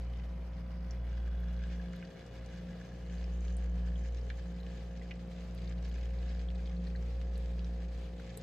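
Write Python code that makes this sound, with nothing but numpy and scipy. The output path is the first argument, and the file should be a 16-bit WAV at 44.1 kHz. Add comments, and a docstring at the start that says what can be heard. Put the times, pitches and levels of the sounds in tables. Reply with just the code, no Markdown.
"""A compressor hums in a frosted freezer compartment over soft air hiss while a small humidifier spits water.
Near the door at first, the microphone dulls the drops and loses a few hum orders around 0.6 s; then it works
its way inside, easing out a little near 6 s. Ticks stand out, the strongest at 4.3, 5.1 and 8.4 s.
The hum is summed sines that beat with other motors and the mains; the hiss is noise in bands;
drops strike resonators, and each tick is a short puff of noise."""
import sys
import numpy as np
from scipy import signal
from scipy.io import wavfile

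SR = 44100
rng = np.random.default_rng(int(sys.argv[2]) if len(sys.argv) > 2 else 0)


def invert_db(level):
    """Linear amplitude ratio for a level in decibels (20 dB per decade), elementwise."""
    return 10 ** (np.asarray(level, dtype=float) / 20)


def digitize_waveform(pressure):
    """Quantize a signal to 16-bit integers and store it at the path in sys.argv[1].

    Rows of a 2-D input are taken as channels; values are limited to [-1, 1].
    """
    field = np.atleast_2d(pressure).T
    bounded = np.clip(field, -1, 1)
    quanta = np.round(bounded * 32767).astype(np.int16)
    wavfile.write(sys.argv[1], SR, quanta)


N = 371322
TURN_HZ = 58.914   # turn rate of the compressor

# place of the microphone, from the door (0) to the back (1): (time [s], depth [0-1])
DEPTH = [(0, 0.27), (.7, 0), (1.4, 0.32), (2, 0.57), (3, 0.72), (4.5, 0.82), (6, 0.69), (7.3, 0.91),
         (8.42, 0.95)]


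def rms_one(x):
    """Scale to unit rms."""
    return x / np.sqrt(np.mean(x ** 2) + 1e-20)


def in_time(rows):
    """Columns of a table, joined by straight lines at every sample."""
    s, *columns = np.transpose(rows)
    return [np.interp(np.arange(N) / SR, s, c) for c in columns]


def at_hz(points, hz):
    """Read a spectrum on a log-frequency axis."""
    table_hz, values = np.transpose(points)
    return np.interp(np.log(hz), np.log(table_hz), values)


def drift(corner_hz):
    """Slow chance of spread 1: noise twice through a one-pole low-pass, made at every 40th sample."""
    r = np.exp(-2 * np.pi * corner_hz * 40 / SR)
    noise = rng.standard_normal(N // 40 + 2002)
    slow = signal.lfilter([1], [1, -2 * r, r * r], noise)[2000:]   # skip the filter's start
    return np.interp(np.arange(N) / 40, np.arange(len(slow)), rms_one(slow))


def band(x, hz, octaves):
    """Band-pass around a centre."""
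    edges = hz * 2.0 ** (np.array([-.5, .5]) * max(octaves, .05))
    edges = np.clip(edges, 10, .45 * SR)
    return signal.sosfilt(signal.butter(2, edges, "band", fs=SR, output="sos"), x)


def sides(db):
    """Left and right gains for a left-right level difference."""
    return invert_db(np.array([[db / 2], [-db / 2]]))


def air(patchy_db):
    """Air hiss: third-octave bands of stereo noise, each with its own level, flicker and left-right likeness."""
    # hiss spectrum, relative: (frequency [Hz], level per Hz [dB])
    spectrum = [(25, -25.5), (45, -6), (80, -3), (130, -7), (200, 0.5), (250, -19), (320, -14),
                (420, -10.5), (620, -17.5), (780, -12.5), (900, -24.5), (1050, -19.5), (1400, -24.5),
                (2600, -28), (3200, -32), (5000, -33.5), (6300, -42), (7500, -45), (9500, -51.5),
                (12000, -47.5), (13800, -53), (15500, -49.5)]
    # change of the hiss from the door to the back: (frequency [Hz], change [dB])
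    inside = [(200, 0), (300, 1.5), (450, 4), (700, -3), (1050, -2.5), (1800, -4.5), (3500, 10),
              (5500, 3.5), (7500, 8.5), (10000, -1.5)]
    # how alike the two sides are: (frequency [Hz], left-right likeness [-1 to 1])
    likeness = [(60, 1), (130, 0.99), (200, .98), (290, .9), (450, 0.64), (640, 0.41), (1300, 0.5),
                (1750, 1), (2300, 0.84), (3100, 0.077), (6820, 0.64), (15000, .1)]
    # balance of the two sides: (frequency [Hz], left-right difference [dB])
    balance = [(60, -2), (110, 1), (200, 3), (380, 4.5), (700, 1.5), (1290, 0.5), (2380, 0), (4400, 1),
               (8120, -0.5), (15000, 0.0)]
    level_db = -53.5   # rms of the whole hiss
    out, together, (depth,) = 0, drift(15.0), in_time(DEPTH)
    white = rng.standard_normal((2, 2, N))   # neighbouring bands get unrelated noise
    for k, hz in enumerate(28 * 2 ** np.arange(0, 9.3, 1 / 3)):
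        mid, side = band(white[k % 2], hz, 1 / 3)
        alike = np.clip(at_hz(likeness, hz), -1, 1)
        flicker = 1.15 * together + 0.91 * drift(18)
        flicker_db = patchy_db * min(hz / 3000, 1) * flicker   # the treble is the least even
        band_db = at_hz(spectrum, hz) + (depth - .5) * at_hz(inside, hz) + flicker_db
        stereo = np.sqrt(1 + alike) * mid + np.sqrt(1 - alike) * side * [[1], [-1]]
        out = out + invert_db(band_db) * sides(at_hz(balance, hz)) * stereo
    return invert_db(level_db) * rms_one(out)


def falls(per_s, spread_db, clump_db):
    """Moments (samples) and sizes of the drops: random falls whose rate drifts, so they land in clumps."""
    chance = per_s * invert_db(clump_db * drift(11.0)) / SR
    at = np.flatnonzero(rng.random(N) < chance)
    return at, invert_db(spread_db * np.minimum(rng.exponential(1, N), 4))[at]


def cavity(hz, width_hz, level_db, drops, drop_share):
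    """Splash noise and the drops ring a hollow whose pitch shifts with the microphone's place."""
    at, sizes = drops
    struck = np.zeros(N)
    struck[at] = sizes
    drive = rng.standard_normal((2, N)) * (1 - drop_share + drop_share * rms_one(struck))
    pole = [1, -np.exp(-np.pi * width_hz / SR)]   # used twice: a soft onset
    envelope = signal.lfilter([1], pole, signal.lfilter([1], pole, drive))
    phase = 2 * np.pi * np.cumsum(hz) / SR
    ring = envelope[0] * np.cos(phase) + envelope[1] * np.sin(phase)
    return invert_db(level_db) * rms_one(ring)


def fine_spray(depth):
    """Fizz of the fine spray: a dense mist of drops rings a higher, broader resonance, separately on each side."""
    # swell of the fizz: (time [s], level [dB])
    swell = [(0, -92), (.85, -75), (1.0, -83), (1.9, -83), (2.1, -83), (3.5, -74), (5.5, -82), (6.5, -87),
             (7.4, -95), (8.42, -84)]
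    door_hz, back_hz = 4810, 6950
    fizz_hz, (fizz_db,) = door_hz + (back_hz - door_hz) * depth, in_time(swell)
    mist = falls(per_s=1500, spread_db=5.5, clump_db=9.0)
    return np.array([cavity(fizz_hz, 1300, fizz_db, mist, drop_share=0.9) for side in range(2)])


def droplets(level_db, depth, drops, pick_db, cycles, tilt_db, onset_octaves):
    """Each drop rings the tank at 2 to 7.6 kHz, a few pitches strongly, the rest faintly; each pitch has its side."""
    dulled_db_per_octave = -10.5   # above 4 kHz, at the door; gone at the back
    at, sizes = drops
    out = np.zeros((2, N))
    for hz, lag in zip(np.geomspace(2000, 7600, 30), rng.integers(-4, 5, 30)):   # lag of the right in samples
        pick = invert_db(pick_db * np.minimum(rng.standard_normal(N)[at], 1.8))
        clicks = np.full(N, 1e-18)
        clicks[at] = sizes * pick * rng.choice([-1, 1], N)[at]
        r = invert_db(-60 * hz / (cycles * SR))   # 60 dB down after this many cycles
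        w = 2 * np.pi * hz / SR
        ring = signal.lfilter([0, np.sin(w)], [1, -2 * r * np.cos(w), r * r], clicks)
        ring = band(ring, hz, onset_octaves)   # a soft landing: no sharp click
        dulled_db = dulled_db_per_octave * (1 - depth) * max(np.log2(hz / 4000), 0)
        pitch_db = tilt_db * np.log2(hz / 2000) + dulled_db
        out += invert_db(pitch_db) * np.array([ring, np.roll(ring, lag)])
    return invert_db(level_db) * rms_one(out)


def ticks(shared, snap, ragged_db):
    """Each tick is a sudden puff of noise in its own band that dies within hundredths of a second."""
    # ticks, levels before the echo: (time [s], peak before the side gains [dB], centre [Hz],
    # width [octaves], left-right difference [dB])
    tick_rows = [(0.908, -43, 5570, 0.41, 0), (1.095, -58, 5000, .6, 0), (1.67, -63, 7300, .4, 3),
                 (1.402, -59, 13000, .6, 0), (1.53, -58, 9500, 0.94, 0), (1.794, -47, 1610, 0.17, 0),
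                 (1.932, -50, 5400, 1, 1), (1.933, -48, 1610, 0.52, 0), (1.962, -47, 13550, 1.15, 0),
                 (2.0245, -43.5, 2450, 0.45, 1), (2.025, -47, 1620, 0.28, 1), (2.05, -51.5, 4760, 0.6, 2),
                 (2.264, -53, 5470, 0.78, 0), (2.461, -51, 5600, 0.8, 0), (3.099, -53, 2200, 0.97, 0),
                 (3.24, -49, 4730, 0.42, .5), (3.481, -49, 3580, 0.77, 4), (3.567, -46.5, 8300, 0.33, -1),
                 (3.956, -49, 3220, 0.35, .5), (4.146, -50, 4740, 0.73, 2), (4.174, -52.5, 4630, 0.54, 4),
                 (4.212, -55, 4970, 0.48, 0), (4.225, -49, 420, .3, 3), (4.25, -51, 420, 0.19, 3),
                 (4.292, -58, 3000, 0.23, -2), (4.3012, -37.5, 2600, 1.36, -6), (4.302, -38, 1970, 0.69, 0),
                 (4.519, -64, 13100, .6, 0), (4.585, -57, 3500, 0.45, 0), (4.6, -55, 4000, .2, 0),
                 (4.608, -59, 14500, .4, 0), (4.632, -52, 3600, 0.78, 0), (4.665, -46, 2600, 1.1, 0),
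                 (5.014, -49, 2000, 0.4, 0), (5.11, -38, 2530, 0.84, -2), (5.1135, -39.5, 2080, 0.64, -2),
                 (5.549, -45.5, 12050, 1.2, 0), (5.577, -50, 3730, 0.7, -2),
                 (5.673, -46.5, 4030, 0.36, 1.5), (5.711, -49, 2160, 0.87, 0), (5.695, -53, 6500, .5, 0),
                 (5.78, -57, 4300, .5, -2), (5.847, -49, 4200, 0.85, 5), (5.891, -50, 14700, 0.72, 2),
                 (5.914, -49.5, 3400, 0.83, 2), (6.055, -50, 2750, 0.55, -.5), (6.187, -52, 4200, .5, 0),
                 (6.29, -58, 4800, 0.18, 0), (6.31, -56, 1730, 0.27, 0), (6.347, -52, 4250, 0.57, -2),
                 (6.485, -48.5, 3470, 0.37, 4), (6.503, -46, 2600, 1.2, 0), (6.555, -50, 4000, 0.62, 0),
                 (6.658, -49, 3600, 0.7, 1.5), (6.674, -48, 3200, 0.62, 2), (6.764, -55, 4100, .3, 0),
                 (6.866, -52.5, 1730, 0.34, -1), (6.868, -51, 4530, 0.33, 0), (6.95, -46.5, 1730, 0.24, 2),
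                 (6.958, -51, 4260, 0.26, 0), (7.134, -64, 4800, .5, 16), (7.215, -41.5, 2400, 1.7, 0),
                 (7.355, -52, 3930, .4, 0), (7.377, -51.5, 8380, 0.82, 0), (7.459, -47, 3200, 1.5, 0),
                 (7.593, -44, 3260, 1.1, -4), (7.645, -47, 4240, 0.73, 0), (7.8, -57, 1730, .25, 0),
                 (8.135, -54, 3400, 0.52, 6), (8.18, -54, 3000, 0.48, 0), (8.195, -51, 1590, 0.4, 2),
                 (8.365, -47, 410, 0.23, 3), (8.372, -43, 11900, .35, 0), (8.374, -50, 14600, .25, 1),
                 (8.373, -50, 4200, 0.44, 1), (8.373, -40, 8600, .45, 1)]
    faint_count, faint_db, faint_hz = 6, -68, 13500   # very high faint ticks at random moments
    rise_s, right_lag = 0.00056, 1   # time constant of the onset; samples by which the right comes later
    out, t = np.zeros((2, N + 4096)), np.arange(4096) / SR
    faint = []
    for _ in range(faint_count):
        level_chance, side_chance = rng.standard_normal(2)
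        faint.append((rng.random() * N / SR, faint_db + 3 * level_chance, faint_hz, .6, side_chance))
    for s, peak_db, hz, octaves, side_db in list(tick_rows) + faint:
        # 12 ms at 4 kHz and .6 octave; higher and wider ticks die sooner
        t60 = 0.012 * (hz / 4000) ** -0.1 * (max(octaves, .05) / .6) ** -0.5
        envelope = invert_db(-60 * t / t60) * (1 - np.exp(-t / rise_s))
        common, left, right = rng.standard_normal((3, len(t))) * envelope
        common *= invert_db(ragged_db * np.repeat(rng.standard_normal(64), 64))   # the contact stutters
        common[0] += snap * octaves ** 2   # the first contact is a hard snap, strongest in broad ticks
        both = np.array([common, np.roll(common, right_lag)])
        puff = band(shared * both + (1 - shared) * np.array([left, right]), hz, octaves)
        puff = band(puff, hz, 2.1 * octaves)   # steeper skirts
        at = round(s * SR)
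        out[:, at:at + len(t)] += invert_db(peak_db) * sides(side_db) * puff / np.abs(puff).max()
    return out[:, :N]


def compartment(x):
    """The small hard box answers every drop and tick with a short dense tail, its own on each side."""
    t60_s, echo_db, frost_cut_hz = 0.065, -9, 7000   # frost soaks up the treble
    t = np.arange(4096) / SR
    tail = rng.standard_normal((2, len(t))) * invert_db(-60 * t / t60_s) * (t > .002)
    tail = signal.lfilter(*signal.butter(1, frost_cut_hz, fs=SR), tail)
    tail = invert_db(echo_db) * tail / np.sqrt(np.sum(tail ** 2, axis=1, keepdims=True))
    return x + signal.fftconvolve(x, tail, axes=1)[:, :N]


def other_tones(waver_db):
    """Steady sines of the mains and of other machines, each wavering slowly in level."""
    # tones: (frequency [Hz], rms level in the hum [dB])
    tones = [(156.98, -62.5), (239.99, -73), (357.66, -78), (359.96, -74), (479.94, -76)]
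    t, out = np.arange(N) / SR, np.zeros(N)
    for hz, level_db in tones:
        out += invert_db(level_db + waver_db * drift(0.52)) * np.sin(2 * np.pi * hz * t)
    return out


def whines(turn, waver_db, blur_rad):
    """Thin whines: high orders of the turn rate, pulsed once a turn and heard only at some places."""
    # whines: (multiple of the turn rate, greatest rms level before the pulsing [dB],
    # loudest at [s], time from there to a fade of 4.3 dB [s], left-right difference [dB])
    whine_rows = [(49, -77.5, 2.3, 1.27, -2), (50, -86, 1.6, 0.97, -2), (51, -80.5, 0.092, 0.23, 5),
                  (52, -83, 0.12, 0.33, 8), (52, -79.5, 3.95, 0.99, 8.5), (56, -87, 1.3, 0.38, 13),
                  (57, -82.5, 1.5, 0.49, 11), (58, -82, 1.9, 1.1, 6), (59, -88, 2.3, 0.87, 4),
                  (60, -96, 1.3, 0.71, 2), (189, -99, 6.9, 1.4, 8), (187, -101, .5, .5, 0)]
    t, out = np.arange(N) / SR, np.zeros((2, N))
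    pulse = invert_db(2.3 * np.cos(turn))
    for multiple, level_db, at_s, length_s, side_db in whine_rows:
        heard = np.exp(-.5 * ((t - at_s) / length_s) ** 4) * pulse
        level = invert_db(level_db + waver_db * drift(12.0)) * sides(side_db)
        out += heard * level * np.sin(multiple * turn + blur_rad * drift(8.0))
    return out


def upper_orders(turn, depth, waver_db):
    """Steadier multiples of the turn rate, which trail the lowest ones and waver in level."""
    # orders: (multiple of the turn rate, rms level at the back before the sides [dB],
    # rise from door to back [dB])
    orders = [(4, -66.5, 2.5), (5, -66.5, 3.5), (6, -82.5, 1), (7, -73.5, -1.5), (8, -63, 12), (9, -59, 5),
              (10, -84.5, -7), (11, -71, -1.5), (12, -69.5, 5), (13, -81, 14), (14, -77, 6.5),
              (15, -96.5, -9), (16, -90, -11), (17, -90, -15.5)]
    # how each order reaches the two ports, multiple: (left-right difference [dB], left lead [rad])
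    order_sides = {4: (.5, .3), 5: (2, .1), 6: (1, .1), 7: (10, .6), 8: (6, .2), 9: (3, .5), 10: (-8, 1.5),
                   11: (0, -.5), 12: (3, -1.0), 13: (2, -.7), 14: (2, .6), 15: (-2, .5), 16: (-4, .4),
                   17: (-6, .1)}
    # the microphone passes a dead spot of some orders near the door: {multiple: loss [dB]}
    dead_spot, dead_at_s, dead_length_s = {7: 16, 8: 12, 12: 13}, 0.64, 0.32
    t, out = np.arange(N) / SR, np.zeros((2, N))
    dead = np.exp(-.5 * ((t - dead_at_s) / dead_length_s) ** 2)
    for multiple, level_db, rise_db in orders:
        side_db, lead = order_sides[multiple]
        phase = multiple * turn - 1.75 * (multiple - 3.5)   # lag in rad per order
        lost_db = dead_spot.get(multiple, 0) * dead
        level = invert_db(level_db + rise_db * (depth - 1.0) + waver_db * drift(4.4) - lost_db)
        out -= level * sides(side_db) * np.cos(phase + np.array([[lead / 2], [-lead / 2]]))
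    return out


def low_hum(turn, depth, waver_db):
    """The lowest orders form one downward push a turn; neighbouring tones slip past, so each swells and fades."""
    # three lowest orders, before the pickup: (multiple of the turn rate, rms level at the back [dB],
    # rise from door to back [dB])
    orders = [(1, -38, 5), (2, -61.5, -3.5), (3, -50.5, 0.8)]
    # tones of two other motors and the mains, before the pickup: (frequency [Hz],
    # in step with the compressor at [s], rms level at half depth [dB], rise from door to back [dB])
    beating = [(59.256, .9, -45.7, -2.1), (118.495, 1.203, -61.4, -.1), (177.746, .674, -64.4, -.7),
               (58.437, 1.59, -51, -2), (116.875, .821, -74.7, -.4), (175.147, .13, -62.3, -.1),
               (119.991, .123, -62.1, -2.1)]
    # how well the hum reaches the hand-held microphone: (time [s], first order [dB], third order [dB])
    pickup = [(0, 2, -1.5), (.35, 0.5, -2.5), (.7, -0.5, 0.5), (1.3, 1.5, -1.5), (1.8, 1.5, 5),
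              (2.0, -7, 3.5), (2.16, -14, -1.5), (2.4, 3.5, -3), (2.65, 0, 2), (2.85, -7, 0.5), (3.2, 1, 2),
              (3.9, 1, 2.5), (4.3, -0.5, -6), (4.5, -2, 1), (4.85, 0.5, 1), (5.35, -2, 3.5), (5.7, 1.5, 1),
              (6.2, 1, 1), (6.45, 1, -2.5), (6.8, 0, 4), (7.05, 1, -4), (7.3, 1, 4.5), (7.6, 1, -1.5),
              (8.0, .5, 0.5), (8.42, -10, -2)]
    t, (first_db, third_db) = np.arange(N) / SR, in_time(pickup)
    groups = []
    for k, (_, db, rise_db) in enumerate(orders):
        level = invert_db(db + rise_db * (depth - 1.0) + waver_db * k * drift(2.5))   # the first does not waver
        groups.append(level * np.cos((k + 1) * turn))
    for hz, step_s, db, rise_db in beating:
        k = round(hz / TURN_HZ)
        slip = 2 * np.pi * (hz - k * TURN_HZ) * (t - step_s)
        groups[k - 1] += invert_db(db + rise_db * (depth - 0.5)) * np.cos(k * turn + slip)
    return -(invert_db(first_db) * groups[0] + groups[1] + invert_db(third_db) * groups[2])


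def hum(waver_db, whine_waver_db, whine_blur_rad):
    """Compressor hum: sines at multiples of its turn rate, with the tones of the mains and other machines."""
    turn, (depth,) = 2 * np.pi * TURN_HZ * np.arange(N) / SR, in_time(DEPTH)
    out = upper_orders(turn, depth, waver_db) + low_hum(turn, depth, waver_db=0.69)
    out += whines(turn, whine_waver_db, whine_blur_rad) + other_tones(waver_db)
    return np.sqrt(2) * out   # rms levels to sine peaks


def scene():
    """Air, spray, ticks and hum add up at the two ports."""
    # the spray spurts and slackens: (time [s], droplets before the echo [dB], cavity [dB])
    spray = [(0, -66.5, -80), (.6, -72, -77), (1.3, -69.5, -65.5), (1.8, -66.5, -65.5), (2.3, -69, -68),
             (2.75, -69, -66.5), (2.95, -69, -66.5), (3.2, -65, -65.5), (3.45, -71, -71),
             (3.8, -73.5, -68.5), (4.1, -66.5, -67), (4.45, -73.5, -71), (4.95, -64.5, -66.5),
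             (5.3, -71.5, -75.5), (5.85, -65.5, -69), (6.55, -69, -69.5), (7.05, -68, -73),
             (7.4, -71.5, -69.5), (7.8, -71, -71.5), (8.42, -65, -71)]
    door_hz, back_hz = 1559, 1730   # pitch of the cavity
    (droplet_db, cavity_db), (depth,) = in_time(spray), in_time(DEPTH)
    cavity_hz = door_hz + (back_hz - door_hz) * depth
    drops = falls(per_s=420, spread_db=3.5, clump_db=5.5)
    hollow = cavity(cavity_hz, 286, cavity_db, drops, drop_share=0.62)
    fizz = fine_spray(depth)
    patter = droplets(droplet_db, depth, drops, pick_db=10.5, cycles=72, tilt_db=0.5, onset_octaves=0.34)
    boxed = compartment(patter + ticks(shared=0.77, snap=2.7, ragged_db=3.0))
    machine = hum(waver_db=1.3, whine_waver_db=1.5, whine_blur_rad=0.21)
    return air(patchy_db=1.5) + hollow + fizz + boxed + machine


def roll_off(x):
    """The treble ends steeply here."""
    return signal.sosfilt(signal.butter(12, 16150, fs=SR, output="sos"), x)


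def record(dry):
    """A steep low-pass cuts the top of the mix, 60 dB down from 15.9 kHz."""
    low_pass = signal.cheby2(12, 60, 15900, fs=SR, output="sos")
    mix = signal.sosfilt(low_pass, dry)
    return roll_off(mix)


dry = scene()
out = record(dry)
digitize_waveform(out)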